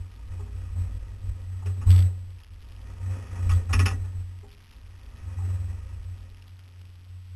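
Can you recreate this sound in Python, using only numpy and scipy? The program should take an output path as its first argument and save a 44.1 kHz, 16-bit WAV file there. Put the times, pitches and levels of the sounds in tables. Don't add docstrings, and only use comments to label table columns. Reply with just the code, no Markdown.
import sys
import numpy as np
from scipy import signal
from scipy.fft import rfft, irfft, next_fast_len
from scipy.io import wavfile
from scipy.ndimage import uniform_filter1d, map_coordinates

SR = 44100
rng = np.random.default_rng(int(sys.argv[2]) if len(sys.argv) > 2 else 0)


def to_wav(sig):
    pcm = np.clip(np.atleast_2d(sig), -1, 1) * 32767
    pcm = np.round(pcm).astype(np.int16)
    wavfile.write(sys.argv[1], SR, pcm.T)


def ratio(d):
    e = np.asarray(d, float) / 20
    return 10 ** e


N = 324344
SAMPLE_HZ = 7999

# t/s, swing of the mount/dB, suspension heave/dB
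CRAWL = [(0, -32, -39), (.18, -55, -48.5), (.5, -43, -41), (1, -55, -39), (1.5, -34.5, -45.5),
         (2.4, -56.5, -48), (2.7, -45.5, -45.5), (3, -46, -41.5), (4.3, -35, -48.5), (4.6, -56, -52.5),
         (4.95, -45, -46), (5.2, -59, -43), (5.85, -43.5, -41.5), (6.25, -43.5, -49.5), (6.45, -49, -56.5),
         (6.8, -47.5, -59), (7, -42.5, -54.5), (7.35, -42.5, -58.5)]


def unit(x):
    return x / np.sqrt(np.mean(x ** 2) + 1e-20)


def curves(rows):
    s, *cols = np.transpose(rows)
    return [np.interp(np.arange(N) / SR, s, c) for c in cols]


def wobble(rate):
    knots = rng.standard_normal(int(N * rate / SR) + 4)
    return map_coordinates(knots, [np.arange(N) * rate / SR])


def filtered(x, response):
    m = next_fast_len(len(x) + 8192)
    return irfft(rfft(x, m) * response(np.fft.rfftfreq(m, 1 / SR)), m)[:len(x)]


def colour(points):
    f, v = np.transpose(points)
    return lambda hz: ratio(np.interp(np.log(hz + 1), np.log(f + 1), v))


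def modes(table):
    def response(f):
        total = 0
        for k, (centre, width, db) in enumerate(table):
            resonance = 1j * f * width / (centre * centre - f * f + 1j * f * width)
            total = total + (-1) ** k * ratio(db) * resonance
        return total
    return response


def noise(response):
    return unit(filtered(rng.standard_normal(N), response))


def envelopes(rows, attack, t60):
    s, db, length, swell_db = np.transpose(rows)[:, :, None]
    t = np.arange(0, N, 64) / SR
    since = t - s
    length = np.maximum(length, .01)
    rise = np.clip(since / attack, 0, 1)
    hold_db = swell_db * np.clip(since / length, 0, 1)
    release_db = -60 * np.maximum(since - length, 0) / t60
    each = rise * ratio(db + hold_db + release_db)
    return np.interp(np.arange(N) / SR, t, each.sum(axis=0))


def mount(jolts):
    # t/s, f/Hz
    clamp_pitch = [(0, 89.7), (.18, 92.86), (.38, 90), (.88, 89.56), (1.08, 95.7), (1.21, 95.6), (1.39, 91),
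                   (1.85, 92.8), (1.95, 90.3), (2.27, 92.53), (2.46, 87.2), (2.7, 91.46), (3.3, 94.5),
                   (3.45, 87.66), (3.73, 87.4), (3.82, 90.54), (4.3, 91.23), (7.35, 90.51)]
    hz, = curves(clamp_pitch)
    phase = 2 * np.pi * np.cumsum(hz * (1 + 0.008 * wobble(12))) / SR
    idle = ratio(curves(CRAWL)[0] + 2.67 * wobble(14))
    swing = uniform_filter1d(idle + jolts * ratio(0.46 * wobble(22)), size=SR // 55)
    overtone = ratio(-36 + 3.7 * wobble(30)) * np.sin(2 * phase)
    return np.sqrt(2) * swing * (np.sin(phase) + overtone)


def vehicle(jolts):
    # t/s, firing rate/Hz, firing tone/dB, load/dB
    engine = [(0, 50.06, -57.5, -64.5), (.24, 55.3, -38.5, -65.5), (.45, 57.95, -37, -61),
              (1.3, 47.86, -39, -64.5), (1.6, 46, -52, -61.5), (2.45, 41.18, -54, -74), (2.7, 47, -45, -65),
              (3.03, 64.07, -42, -56.5), (3.21, 70.2, -48, -54), (3.4, 60.5, -36.5, -51),
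              (3.72, 54.18, -37.5, -60), (3.89, 56.02, -37, -59), (4.5, 43.95, -66, -72),
              (4.83, 50.83, -50, -67.5), (5.4, 75.72, -40.5, -58), (5.71, 69.16, -38.5, -60),
              (6.5, 40.04, -59, -69.5), (7.35, 32.67, -77, -78.5)]
    # t/s, heave/dB
    wheel_landings = [(.25, -41.5), (5.051, -45.5), (5.34, -42), (0.811, -39), (1.279, -37.5), (1.8, -33),
                      (1.864, -20.5), (2.241, -45), (3.45, -25), (3.73, -28.5), (3.8, -44), (3.949, -35),
                      (4.149, -39.5), (5.971, -40)]
    # f/Hz, level/dB per Hz
    heave_colour = [(8, -22.5), (20, -10), (50, -10.5), (62, -7), (68, -8), (75, -13.5), (100, -20),
                    (115, -26.5), (150, -35), (190, -120)]
    # f/Hz, width/Hz, level/dB
    pan_modes = [(138.4, 31, -8), (176.8, 3.1, 6), (226.3, 21.2, 0), (282.7, 36.5, -4.5), (328, 19, -6),
                 (416.6, 69, -8), (529.2, 18, -3), (657, 220, -15.5)]
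    # f/Hz, width/Hz, level/dB
    panel_modes = [(776, 14, -4.5), (926.6, 39.5, -2.5), (1092, 96, -8.5), (1258, 50, -1.5),
                   (1451, 84, -10.5), (1686, 210, -12), (1827, 9, 0.5), (1918, 44, -4.5), (2526, 166, -7),
                   (2854, 360, -7.5), (2900, 190, -5.5), (3324, 89, -16)]
    landing_attack_s, landing_t60_s = 0.0242, 0.392
    pan_ring_s = 0.05

    hz, firing_db, load_db = curves(engine)
    phase = 2 * np.pi * np.cumsum(hz) / SR
    firing = np.sqrt(2) * ratio(firing_db + 2.3 * wobble(8)) * np.sin(phase)

    swells = [(s, db, landing_attack_s, 0) for s, db in wheel_landings]
    landings = envelopes(swells, landing_attack_s, landing_t60_s)
    crawling = ratio(curves(CRAWL)[1] - 2.5 + 2.4 * wobble(9.9))
    heave = (crawling + landings) * noise(colour(heave_colour))

    beat = ratio(1.5 * np.sin(phase) + 1.2 * wobble(15))
    shaken = jolts ** 1.225
    lingering = filtered(shaken, lambda f: 1 / (1 + 2j * np.pi * f * pan_ring_s))
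    pan_level = ratio(load_db + 2 + 1.2 * wobble(7.3)) + ratio(-31.5) * lingering
    pan = pan_level * unit(beat * noise(modes(pan_modes)))
    panel_level = ratio(load_db) + ratio(-38.5) * shaken
    panels = panel_level * unit(beat * ratio(1.2 * wobble(60)) * noise(modes(panel_modes)))
    return firing + heave + pan + panels


def clunks():
    # t/s, peak/dB, thud/dB, brightness/dB, rail ring/dB
    blows = [(0, -58, -7, 0, -11), (0.459, -55, 1, -22, -3), (0.393, -48, -3, -19, 4),
             (0.755, -58, 11, -30, -21), (1.618, -46.5, -14, -22, -15), (1.656, -39.5, 0, 3, -1.5),
             (1.764, -60.5, 15.5, -4, -11), (1.811, -41, -0.5, -4, -11), (1.868, -42.5, 7.5, -16, -4),
             (2.4, -54, -18, 0, -32), (3.355, -46.5, -8, 0, -6), (3.492, -28, -28, 1, -39),
             (3.691, -34.5, -3, -7.5, -26), (3.727, -15.5, -13, 5, -21.5), (3.789, -19.5, -9, 4, -14),
             (3.855, -17, -12.5, 5, -22.5), (3.905, -31, -0.5, 2, -18), (4.039, -45, -16, -6, -12),
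             (4.428, -51, 3, -28, 5), (5.382, -44.5, -21, -27, -9)]
    # f/Hz, width/Hz, level/dB
    sill_modes = [(776, 12, -2), (870, 64, -7), (1099, 67, -1), (1260, 34.4, 4.5), (1453, 45, 0),
                  (1456, 73, -7.5), (1730, 88, -5), (1924, 22, 0), (2495, 217, -4), (2684, 120, 1),
                  (2748, 200, -4), (3644, 144, -22)]
    # f/Hz, width/Hz, level/dB
    frame_modes = [(172, 53, -6), (231.7, 7.6, 6.5), (277.7, 19, 2), (322, 120, -12.5), (498, 74, -9.5),
                   (660, 900, -19.5)]
    rail_hz, rail_t60_s, rail_beat_hz, rail_beat_depth = 409, 0.41, 8.3, 0.55
    clunk_t60_s, thud_t60_s, treble_t60_s = 0.15, 0.18, 0.37

    out = np.zeros(N + SR)
    t = np.arange(SR // 2) / SR
    rail = np.sin(2 * np.pi * rail_hz * t) * ratio(-60 * t / rail_t60_s) * (1 - np.exp(-t / 0.006))
    rail *= 1 - rail_beat_depth * np.sin(np.pi * rail_beat_hz * t) ** 2
    fade = ratio(-60 * t / clunk_t60_s) * (1 - np.exp(-t / 0.0029))
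    longer = ratio(60 * t / clunk_t60_s - 60 * t / thud_t60_s)
    for s, db, thud_db, bright_db, rail_db in blows:
        scrape = fade * rng.standard_normal((2, len(t)))
        tilt = colour([(800, -bright_db), (3000, bright_db)])
        dulling = filtered(scrape[0], lambda f: f > 2200) * (ratio(-60 * t / treble_t60_s) - 1)
        ring = filtered(scrape[0] + dulling, lambda f: tilt(f) * modes(sill_modes)(f))
        thud = filtered(scrape[1] * longer, modes(frame_modes))
        blow = ring / np.max(abs(ring))
        blow = blow + ratio(thud_db) * thud / np.max(abs(thud)) + ratio(rail_db) * rail
        out[round(s * SR):][:len(t)] += ratio(db) * blow
    return out[:N]


def chatter(x):
    # t/s, peak/dB
    lingers = [(2.3033, -55), (2.401, -53), (2.442, -56), (2.4581, -60), (2.535, -55.5), (2.6246, -53),
               (2.687, -53), (4.3881, -51.5), (4.4106, -54), (4.4904, -53), (4.5163, -51), (4.537, -57),
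               (4.558, -64), (4.577, -56), (4.606, -52), (4.626, -54), (4.6493, -56), (4.667, -55),
               (4.6774, -55), (4.6947, -58), (4.73, -55), (4.751, -58), (4.777, -60), (5.0319, -53),
               (6.4224, -49), (6.4795, -49), (6.591, -50), (6.8137, -50.5), (6.853, -51.5), (6.9546, -52)]
    # f/Hz, level/dB per Hz
    glitch_colour = [(300, -26), (1000, -7.5), (2000, -4), (3000, 1.5), (4000, -1)]
    code_step, linger_s = .009, 0.0036

    t = np.arange(N) / SR
    code = x / code_step + .5 + 0.18 * wobble(3)
    on_step = np.exp(-((code % 1 - .5) / .06) ** 2)
    outer_db = -7 * (abs(code - .5) > .5)
    size = on_step * ratio(outer_db + 2 - 49 + 0.89 * np.tanh(2 * wobble(110)))
    for s, db in lingers:
        size[(t >= s) & (t < s + linger_s)] = ratio(db)
    flips = rng.choice([-1., 1.], N)[(t * SAMPLE_HZ).astype(int)]
    return filtered(size * flips, colour(glitch_colour))


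def rattles():
    # t/s, peak/dB
    ticks = [(1.905, -21), (1.9147, -25), (1.9254, -26), (1.9384, -32), (1.948, -30), (1.96, -24.5),
             (1.979, -25), (1.9893, -25), (2.003, -28.5), (2.023, -29.5), (3.517, -29.5), (3.5349, -37),
             (3.5475, -36), (3.5593, -37), (3.6555, -41)]
    out = np.zeros(N + SR)
    t = np.arange(SR // 20) / SR
    for s, db in ticks:
        out[round(s * SR):][:len(t)] += ratio(db + 1.0 - 60 * t / 0.03) * rng.standard_normal(len(t))
    return filtered(out[:N], modes([(3460, 360, 3), (1810, 1200, -5.5)]))


def scene():
    # t/s, strength/dB, length/s, swell over that length/dB
    ledges = [(-0.003, -48, 0.0086, 9), (0.285, -37, 0.15, 2.5), (0.514, -39.5, 0.33, -2),
              (0.752, -22, 0.099, -8.0), (0.898, -38, 0.079, 3), (1.041, -54.5, 0.024, 14.5),
              (1.108, -49.5, 0.016, 20.5), (1.211, -33, 0.1, -1.5), (1.44, -50, 0.37, 1.5),
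              (1.638, -22, 0.082, -7.5), (1.75, -36, 0.057, 4.5), (1.858, -10, 0.21, -9.5),
              (2.082, -31.5, 0.29, -13.5), (2.504, -31, 0.034, -14), (2.99, -35, 0.14, 7),
              (3.172, -51, 0.031, 14), (3.297, -28, 0.036, -5), (3.37, -30.5, 0.2, 13.5),
              (3.66, -39, 0.055, 17.5), (3.748, -16, 0.11, -4), (3.89, -21.5, 0.06, -9),
              (3.97, -24.5, 0.115, -20), (4.139, -25.5, 0.073, -13), (5.065, -56, 0.045, -25),
              (5.21, -39.5, 0.12, 4.5), (5.348, -28.5, 0.21, 1.5), (5.57, -27.5, 0.2, -12),
              (5.92, -24, 0.016, -6.5), (6.041, -38.0, 0.098, 0), (6.495, -41.5, 0.041, -5)]
    jolts = envelopes(ledges, attack=.046, t60=0.15)
    return (mount(jolts) + vehicle(jolts) + clunks() + rattles())[None]


def top_cut(x):
    return signal.sosfilt(signal.butter(12, 13220, fs=SR, output="sos"), x)


def record(dry):
    # f/Hz, level/dB per Hz
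    hiss_colour = [(100, 16), (600, -5.5), (2000, -6), (3000, -5.5), (4000, -13)]
    block_hz, drift_hz = 30.05, 13.76

    x = dry[0]
    hiss = ratio(-62.5) + ratio(-31) * abs(x)
    x = x + chatter(x) + hiss * noise(colour(hiss_colour))
    x = filtered(x, lambda hz: hz < SAMPLE_HZ / 2)
    t = np.arange(N) / SR
    block_start = np.floor(t * block_hz + .05) / block_hz
    clock = t * SAMPLE_HZ + block_start * drift_hz
    held = np.interp(t - clock % 1 / SAMPLE_HZ, t, x)
    held = filtered(held, colour([(12850, 0), (12950, -30), (13200, -34), (13230, -90)]))
    return top_cut(held[None])


dry = scene()
out = record(dry)
to_wav(out)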